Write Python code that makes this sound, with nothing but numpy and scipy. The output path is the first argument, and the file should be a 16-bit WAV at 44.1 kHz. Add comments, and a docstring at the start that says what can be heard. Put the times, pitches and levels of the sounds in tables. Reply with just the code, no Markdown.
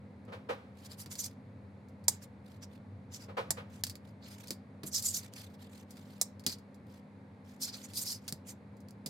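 """A steel crimping tool, worked over a table close to a stereo microphone and a little to its right.
Its blade snips through cable three times; its spring throws the jaws open and they rebound off their
stop. Each contact rattles and rings the steel. Cable and fingers slide over steel and table top in tiny
slips, and hand and handles bump softly. Further off in the small room something knocks dully, and an
appliance hums throughout."""
import sys
import numpy as np
from scipy import signal
from scipy.fft import rfft, irfft, next_fast_len
from scipy.io import wavfile
from scipy.ndimage import map_coordinates

SR = 44100
rng = np.random.default_rng(int(sys.argv[2]) if len(sys.argv) > 2 else 0)


def wrap_up_sound(samples):
    """Save the sound to the file named by the first command line argument, as 16-bit audio."""
    columns = np.atleast_2d(samples).T
    # keep every value between -1 and 1, then stretch to whole-number steps
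    tamed = np.clip(columns, -1, 1)
    steps = np.round(tamed * 32767).astype(np.int16)
    wavfile.write(sys.argv[1], SR, steps)


N = 400869

# Contacts in the tool. Each row: start in seconds, energy in dB, rattle against the first spike in dB,
# low body in dB.
TOOL_CLICKS = [(.252, -48, 5, -5), (1.0607, -24.5, 5, 13), (1.114, -21.5, 20, 11), (1.1545, -19.5, 7, 3),
               (1.8858, -43, 10, -21), (2.0399, -37.5, 15, -9), (3.9549, -24.5, 1, 8),
               (4.4725, -25.5, 3, -4), (4.4818, -22.5, 8, 3), (4.8336, -19.5, 9, 16),
               (5.024, -11.5, 19, -24), (5.337, -25.5, -5, 2), (5.9072, -27, 10, -19),
               (5.9691, -30, 20, 13), (6.3958, -31, 7, 1), (6.439, -33, 8, 13), (6.5851, -36, 7, 4),
               (6.7445, -39.5, 14, -3), (7.935, -23, 16, 4), (8.0566, -19, 13, -7), (8.279, -13, 20, 2),
               (8.287, -15.5, 13, -2), (8.3248, -11.5, -3.5, -1.5), (8.7685, -44.5, 4, -24),
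               (8.804, -40, 9, -23), (8.8856, -33.5, 4, 5), (8.9081, -34, -1, -28),
               (9.061, -11.5, 16.5, -2)]  # jaw, pivot and plug
BLADE_SNIPS = [(2.0818, 7, 13, -2.5), (3.5059, 0, 9, 7), (6.2138, 2, 7, -2.5)]
# The jaws hit their stop. Each row: start in seconds, energy in dB, rattle against the first spike in dB,
# seconds between rebounds, first rebound against the blow in dB.
JAW_OPENINGS = [(3.8375, -3.5, -1.5, 0.03, -12), (4.5067, -9, 4.5, 0.012, -18),
                (6.4649, -0.5, 4.5, .03, -17.5)]
# Knocks across the room. Each row: start in seconds, level in dB, hardness as treble lift in dB.
FAR_KNOCKS = [(.277, -49.5, -2), (.319, -45, 14), (.488, -34.5, 9), (3.281, -48, 3), (3.368, -33, 8.5),
              (3.568, -44, 15)]
# Fingers shift on cable and handles. Each row: start in seconds, end in seconds, relative level in dB.
GRIP_SHIFTS = [(0.796, .87, -69), (1.264, 1.31, -70), (2.479, 2.55, -72.5), (2.741, 2.75, -70),
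               (3.738, 3.78, -68), (4.077, 4.1, -72), (4.296, 4.34, -58.5), (4.401, 4.44, -59.5),
               (5.206, 5.26, -59), (5.369, 5.46, -56.5), (5.533, 5.55, -70), (5.632, 5.65, -62.5),
               (5.736, 5.81, -65.5), (5.916, 6.2, -70.5), (6.899, 6.97, -71), (7.48, 7.56, -70.5),
               (7.762, 7.81, -58.5), (7.903, 7.92, -65), (8.241, 8.26, -69)]
# Cable drawn over table or steel. Each row: start in seconds, length in seconds, relative level in dB,
# resonance in Hz, fizz against the body in dB.
CABLE_STROKES = [(.842, 0.036, -52.5, 4900, -1.5), (.897, 0.054, -51, 4360, -4),
                 (.978, 0.066, -51, 5270, 4.5), (1.102, 0.051, -47, 6440, 0.5),
                 (1.177, 0.054, -36.5, 6200, -2.5), (1.222, 0.059, -40, 5700, -1),
                 (2.085, .09, -55, 7600, -5), (2.212, .046, -55.5, 5630, -0.5),
                 (2.617, 0.037, -49, 5740, -10.5), (3.117, .066, -46, 5950, -7),
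                 (3.184, 0.085, -55.5, 5200, -7), (4.22, .06, -55.5, 4330, -20),
                 (4.855, .042, -49, 7600, 8.5), (4.923, .082, -29.5, 5730, -8),
                 (4.968, 0.047, -46, 6070, 6), (5.022, 0.11, -32, 7300, -3),
                 (5.121, 0.081, -34.5, 6100, -1.5), (6.472, 0.079, -41, 4750, -11),
                 (7.607, .06, -34, 5440, -2.5), (7.642, .074, -43, 4470, -8),
                 (7.721, 0.043, -42.5, 4540, -15.5), (7.822, 0.048, -48.5, 6540, -6.5),
                 (7.94, .078, -37, 5150, 1.5), (8.002, 0.042, -43.5, 7000, 8), (8.038, 0.13, -37, 5180, -3),
                 (8.463, 0.07, -50, 6500, 0.5)]
# Hand and handles bump. Each row: start in seconds, level in dB, pitch in Hz.
HAND_BUMPS = [(1.061, -45, 162), (3.505, -49.5, 174), (4.506, -41, 234), (4.837, -37.5, 188),
              (6.439, -57.5, 55), (6.466, -40, 179.7), (8.324, -42, 170), (9.061, -41.5, 200)]
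# The drift of the appliance's rumble. Each row: time in seconds, relative level in dB.
RUMBLE_DRIFT = [(0, -54.5), (.8, -56.5), (1.8, -54.5), (2.7, -55.5), (3.7, -52.5), (4.6, -59.5), (5.2, -55),
                (5.7, -59), (6.4, -57), (7.3, -59), (9.09, -57.5)]
# Tone colours of the sources. Each row: frequency in Hz, relative level in dB.
AIR_COLOUR = [(100, -22.5), (150, 9), (215, 6), (252, 13.5), (320, -1.5), (390, -1), (520, 2.5), (680, -5),
              (900, -4.5), (1300, -12.5), (2200, -14), (3000, -27), (4200, -24.5), (5500, -35),
              (11000, -39), (13000, -50)]
RUMBLE_COLOUR = [(25, -42.5), (50, -31), (66, -19), (78, -13), (87, -2), (96, 5.5), (106, 2), (135, -8),
                 (165, -11.5), (205, -19), (300, -25), (700, -120)]
JAW_COLOUR = [(100, -18.5), (300, -18.5), (1300, -15.5), (2200, -12), (3400, -9.5), (4600, -1),
              (6300, -7.5), (8500, -10), (12000, -9.5), (16500, -17)]
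WOOD_COLOUR = [(100, -34), (330, -14), (490, -3), (650, -11.5), (1000, -12), (2000, -22), (4000, -31),
               (7000, -46), (15000, -54.5)]
SLIDE_COLOUR = [(1500, -42), (3200, -5), (4200, 5.5), (8000, 1.5), (10000, -9), (16000, -6)]
FIZZ_COLOUR = [(1500, -38), (3500, 3), (4800, 1.5), (9000, 8), (13000, 9.5), (16500, -6)]
GRIT_COLOUR = [(200, -22.5), (600, -0.5), (1200, 2.5), (2400, 5.5), (3600, 4.5), (6000, -37.5),
               (12000, -14)]
BLADE_COLOUR = [(100, -46.5), (400, -15), (950, -8.5), (1400, -21.5), (2000, -17), (3000, -24), (4000, -10),
                (6000, -4.5), (7600, -2), (10000, -7), (14000, -13), (16500, -23.5)]
# Resonances. Each row: centre in Hz, width in Hz, relative level in dB.
STEEL_MODES = [(4310, 70, -12), (4840, 270, -9.5), (4970, 45, -5), (5380, 35, -8.5), (6080, 40, 1),
               (6650, 100, -5), (7010, 60, 3.5), (7440, 45, 2.5), (7500, 50, -6), (7710, 70, 1.5),
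               (8150, 130, -2.5), (8560, 55, 4.5), (9200, 37, 3), (9900, 70, 0), (10550, 70, -3),
               (12300, 180, -6.5), (14000, 80, 0)]  # the tool
SPRING_MODES = [(4580, 35, -2.5), (4900, 38, -2)]  # its long-ringing jaw spring
PANEL_MODES = [(535, 44, -3), (780, 12, -11), (1200, 9.3, -29), (1262, 16, 2), (1470, 20, -7.5),
               (2300, 15, 3)]  # the knocked object
# The small room's decay. Each row: frequency in Hz, seconds to fall by 60 dB.
ROOM_T60 = [(200, 0.14), (1000, 0.55), (2500, .38), (4500, 0.25), (8000, 0.16), (15000, 0.16)]
# Likeness of left and right at the microphone. Each row: frequency in Hz, correlation.
STEREO_LIKENESS = [(100, .99), (250, 0.95), (500, 0.88), (1000, 0.25), (2500, 0.3), (4600, 0.54),
                   (9000, .55), (14000, .62)]
# The tool's sound arrives from the right. Each row: frequency in Hz, lead of the left port in radians.
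LEFT_LEAD = [(300, 0), (1200, -1), (2400, -2), (3300, -5), (4500, -6), (6000, -7), (8500, -6),
             (10500, -7.6), (13000, -6.5), (15000, -5.5)]
# The recorder's case shades one port. Each row: frequency in Hz, left over right in dB.
CASE_SHADE = [(400, -0.2), (1700, -5), (2600, -4), (3800, 1), (4900, 0.5), (6000, -3), (11000, -3),
              (15000, 1)]


def amp(db):
    """Decibels to gain."""
    return 10 ** (np.asarray(db) / 20)


def unit(x):
    """Scaled to rms 1."""
    return x / np.sqrt(np.mean(x ** 2) + 1e-20)


def unit_energy(x):
    """Scaled to a mean energy of 1 per channel."""
    return unit(x) / np.sqrt(x.shape[-1])


def along(points, hz):
    """(Hz, value) points joined on a log frequency axis."""
    freqs, values = np.transpose(points)
    return np.interp(np.log(hz + 1), np.log(freqs), values)


def wobble(rate, size):
    """A smooth random curve, rate knots a second."""
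    knots = rng.standard_normal(int(size * rate / SR) + 4)
    return map_coordinates(knots, [np.arange(size) * rate / SR])


def filtered(x, response):
    """x through a filter whose gain is response(Hz)."""
    size = x.shape[-1]
    padded = next_fast_len(size + 4096)
    return irfft(rfft(x, padded) * response(np.fft.rfftfreq(padded, 1 / SR)), padded)[..., :size]


def coloured(x, colour):
    """x shaped by a tone colour."""
    return filtered(x, lambda hz: amp(along(colour, hz)))


def ringing(x, modes, ring_db):
    """x plus the resonances it excites."""
    def resonances(hz):
        return sum(amp(db) * 1j * hz * width / (centre ** 2 - hz ** 2 + 1j * hz * width)
                   for centre, width, db in modes)
    return filtered(x, lambda hz: 1 + amp(ring_db) * resonances(hz))


def peak(hz, centre_hz, q):
    """Response of one resonance of sharpness q."""
    return 1 / (1 + 1j * q * (hz / centre_hz - centre_hz / (hz + 1)))


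def noise(size):
    """White stereo noise, alike in the bass and partly unrelated above."""
    def mid_and_side(hz):
        angle = np.arccos(np.clip(along(STEREO_LIKENESS, hz), -1, 1)) / 2
        return np.array([np.cos(angle), np.sin(angle)])
    mid, side = filtered(rng.standard_normal((2, size)), mid_and_side)
    return np.array([mid + side, mid - side])


def appliance(air_db=-56, hum_db=-57, hum_hz=201.1):
    """Room tone from an appliance: airy noise, a rumble held by the room's low modes, an unsteady hum."""
    t = np.arange(N) / SR
    air = unit(coloured(noise(N), AIR_COLOUR))
    rumble_db = np.interp(t, *np.transpose(RUMBLE_DRIFT)) + 1
    rumble = unit(coloured(noise(N), RUMBLE_COLOUR))
    phase = 2 * np.pi * hum_hz * t + .1 * wobble(2.2, N)
    hum = unit(np.sin(phase) * amp(0.65 * wobble(2, N)))
    lean_left = amp([[.25], [-.25]])
    return amp(air_db) * air + lean_left * (amp(rumble_db) * rumble + amp(hum_db) * hum)


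def struck(force, colour, body_db, size=2048):
    """A struck part answers a force in its own colour, shifted by body_db below about 3 kHz."""
    hz = np.fft.rfftfreq(size, 1 / SR)
    gain_db = along(colour, hz) + body_db / (1 + (hz / 3000) ** 4)
    cepstrum = irfft(np.log(amp(gain_db)))
    cepstrum[1:size // 2] *= 2  # minimum phase: nothing sounds before the blow
    cepstrum[size // 2 + 1:] = 0
    impulse = unit_energy(irfft(np.exp(rfft(cepstrum))))
    return signal.fftconvolve(force, impulse[None], axes=1)[:, :force.shape[1]]


def contacts(rows, colour, modes, rattle_t60, ring_db, crack_db, crack_t60=0.011):
    """Each contact is a spike, a brief crack and a dense rattle of loose steel; all ring the tool."""
    out, t = np.zeros((2, N)), np.arange(SR // 5) / SR
    for start, db, rattle_db, body_db in rows:
        crack = noise(len(t)) * amp(-60 * t / crack_t60)
        rattle = noise(len(t)) * amp(-60 * t / rattle_t60 + 0.84 * wobble(900, len(t)))
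        force = (t == 0) + amp(crack_db) * unit_energy(crack) + amp(rattle_db) * unit_energy(rattle)
        hit = ringing(struck(force, colour, body_db), modes, ring_db)
        add(out, start, amp(db) * unit_energy(hit))
    return out


def jaw_clicks(rows):
    """Jaw, pivot and plug make contact, ringing the steel and the spring."""
    return contacts(rows, JAW_COLOUR, STEEL_MODES + SPRING_MODES,
                    rattle_t60=0.075, ring_db=0, crack_db=1.5)


def knocks(rise_s=0.015, tail_db=-10, tail_t60=0.55, boom_db=-2, boom_hz=480, lag_s=0.00025):
    """Across the room, to the right: a short hollow boom in a swell of reflections with a long tail."""
    out, t = np.zeros((2, N)), np.arange(SR // 2) / SR
    swell = t / rise_s * np.exp(1 - t / rise_s)
    tail = amp(tail_db - 60 * t / tail_t60) * (1 - np.exp(-t / rise_s))
    for start, db, hard_db in FAR_KNOCKS:
        wood = filtered(noise(len(t)),
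                        lambda hz: amp(along(WOOD_COLOUR, hz) + hard_db * hz ** 2 / (hz ** 2 + 800 ** 2)))
        panel = unit(ringing(wood, PANEL_MODES, ring_db=3))
        boom = amp(boom_db) * swell ** 2 * np.sin(2 * np.pi * boom_hz * t + 0.62 * wobble(83, len(t)))
        add(out, start, amp(db) * (np.hypot(swell, tail) * panel + boom))
    delay_s = np.array([[.5], [-.5]]) * lag_s  # lows and mids reach the left port later
    return filtered(out, lambda hz: np.exp(-2j * np.pi * hz * delay_s / (1 + (hz / 3000) ** 4)))


def shifting(x, depth_db, span_hz=300, life_s=.008):
    """Narrow resonances come and go as the contact point travels."""
    spectra = signal.stft(x, nperseg=256)[2]
    steps = np.array([SR / 256 / span_hz, 128 / SR / life_s])
    grid = np.mgrid[:spectra.shape[1], :spectra.shape[2]] * steps[:, None, None]
    knots = rng.standard_normal(grid[:, -1, -1].astype(int) + 2)
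    gain = amp(depth_db * map_coordinates(knots, grid))
    return signal.istft(spectra * gain, nperseg=256)[1][:, :x.shape[1]]


def rubs(rows, q, grain_db, judder_db, grit_db, ring_db, trim_db=-3.5, grit_ceiling_db=-56.5):
    """In each stroke tiny slips excite a broad resonance, fizz above, grit below, and ring the steel."""
    out, t = np.zeros((2, N)), np.arange(-SR // 10, SR // 10) / SR
    for start, length, db, centre_hz, fizz_db in rows:
        grip = amp(grain_db * wobble(1500, len(t)) + judder_db * wobble(130, len(t)))
        squeaks = shifting(grip * noise(len(t)), depth_db=4.4)
        body = filtered(squeaks, lambda hz: amp(along(SLIDE_COLOUR, hz)) * peak(hz, centre_hz, q))
        fizz = coloured(shifting(grip * noise(len(t)), depth_db=5), FIZZ_COLOUR)
        grit = coloured(squeaks, GRIT_COLOUR)
        half_strength_s = .58 * length / 2  # either side of the stroke's middle
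        swell = .5 ** (np.abs(t / half_strength_s) ** 2.04)
        slide = amp(db + trim_db) * (unit(swell * body) + amp(fizz_db) * unit(swell * fizz))
        grit_gain = 1 / np.hypot(amp(-db - grit_db), amp(-grit_ceiling_db))  # levels off in loud strokes
        rasp = grit_gain * unit(swell ** .6 * grit)
        add(out, start + length / 2 + t[0], np.sqrt(np.mean(swell ** 2)) * (slide + rasp))
    return ringing(out, STEEL_MODES, ring_db)


def finger_creep(step_s=.035, length_s=0.085, centre_hz=4900, fizz_db=-2.5):
    """As the grip shifts, skin slips in faint overlapping strokes, each of its own strength and pitch."""
    slips = []
    for start, end, db in GRIP_SHIFTS:
        for middle in np.arange(start, end, step_s):
            slip_db = db + 1.4 * rng.standard_normal()
            slip_hz = centre_hz * 2 ** (0.18 * rng.standard_normal())
            slips.append((middle - length_s / 2, length_s, slip_db, slip_hz, fizz_db))
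    return rubs(slips, q=2.3, grain_db=0.4, judder_db=5, grit_db=-0.5, ring_db=2.5)


def cable_slides():
    """Cable rubs over table top and steel."""
    return rubs(CABLE_STROKES, q=4, grain_db=1.6, judder_db=1.5, grit_db=-5, ring_db=2)


def hand_bumps(t60=0.14, attack_s=0.00067):
    """Hand and handles give a soft push through one low, well damped resonance."""
    out, t = np.zeros((2, N)), np.arange(SR // 4) / SR
    for start, db, pitch_hz in HAND_BUMPS:
        thud = filtered(noise(len(t)), lambda hz: peak(hz, pitch_hz, q=0.92) ** 2)
        envelope = amp(db - 60 * t / t60) * (1 - np.exp(-t / attack_s))
        add(out, start, envelope * unit(thud))
    return out


def blade_snips():
    """The blade bites through the cable and jolts the steel."""
    return contacts(BLADE_SNIPS, BLADE_COLOUR, STEEL_MODES, rattle_t60=0.05, ring_db=-6.5, crack_db=-2)


def jaw_openings(rebounds=2, body_db=0.5, rebound_rattle_db=8, loss_db=1):
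    """Contact rows for the sprung jaws: one blow on the stop, then evenly spaced, weaker rebounds."""
    rows = []
    for start, db, rattle_db, period, rebound_db in JAW_OPENINGS:
        rows.append((start, db, rattle_db, body_db))
        for k in range(rebounds):
            bounce_db = db + rebound_db - k * loss_db
            rows.append((start + (k + 1) * period, bounce_db, rebound_rattle_db, body_db))
    return rows


def add(track, start, sound):
    """Mix a sound in at a start in seconds."""
    first = max(round(start * SR), 0)
    part = track[:, first:first + sound.shape[1]]
    part += sound[:, :part.shape[1]]


def microphone_ports(x):
    """Close sounds reach the two microphone ports with different delay and level."""
    split = np.array([[.5], [-.5]])
    return filtered(x, lambda hz: np.exp(1j * split * along(LEFT_LEAD, hz))
                    * amp(split * along(CASE_SHADE, hz)))


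def room(x, delay_s=0.0088):
    """The near walls answer; each frequency dies at its own speed."""
    hz, t, spectra = signal.stft(noise(SR // 2), SR, nperseg=256)
    decay = amp(-60 * t / along(ROOM_T60, hz)[:, None])
    tail = signal.istft(spectra * decay, SR, nperseg=256)[1]
    tail = np.pad(unit_energy(tail), ((0, 0), (round(delay_s * SR), 0)))
    return signal.fftconvolve(x, tail, axes=1)[:, :N]


def scene(room_db=-20.5):
    """Tool and hands close to the microphone, the small room behind them."""
    tool = blade_snips() + jaw_clicks(jaw_openings() + TOOL_CLICKS)
    close = microphone_ports(tool + cable_slides() + finger_creep()) + hand_bumps()
    return close + amp(room_db) * room(close) + knocks() + appliance()


def record(dry, top_hz=16100):
    """The recorder cuts off steeply above its band limit."""
    return filtered(dry, lambda hz: 1 / np.sqrt(1 + (hz / top_hz) ** 160))


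dry = scene()
out = record(dry)
wrap_up_sound(out)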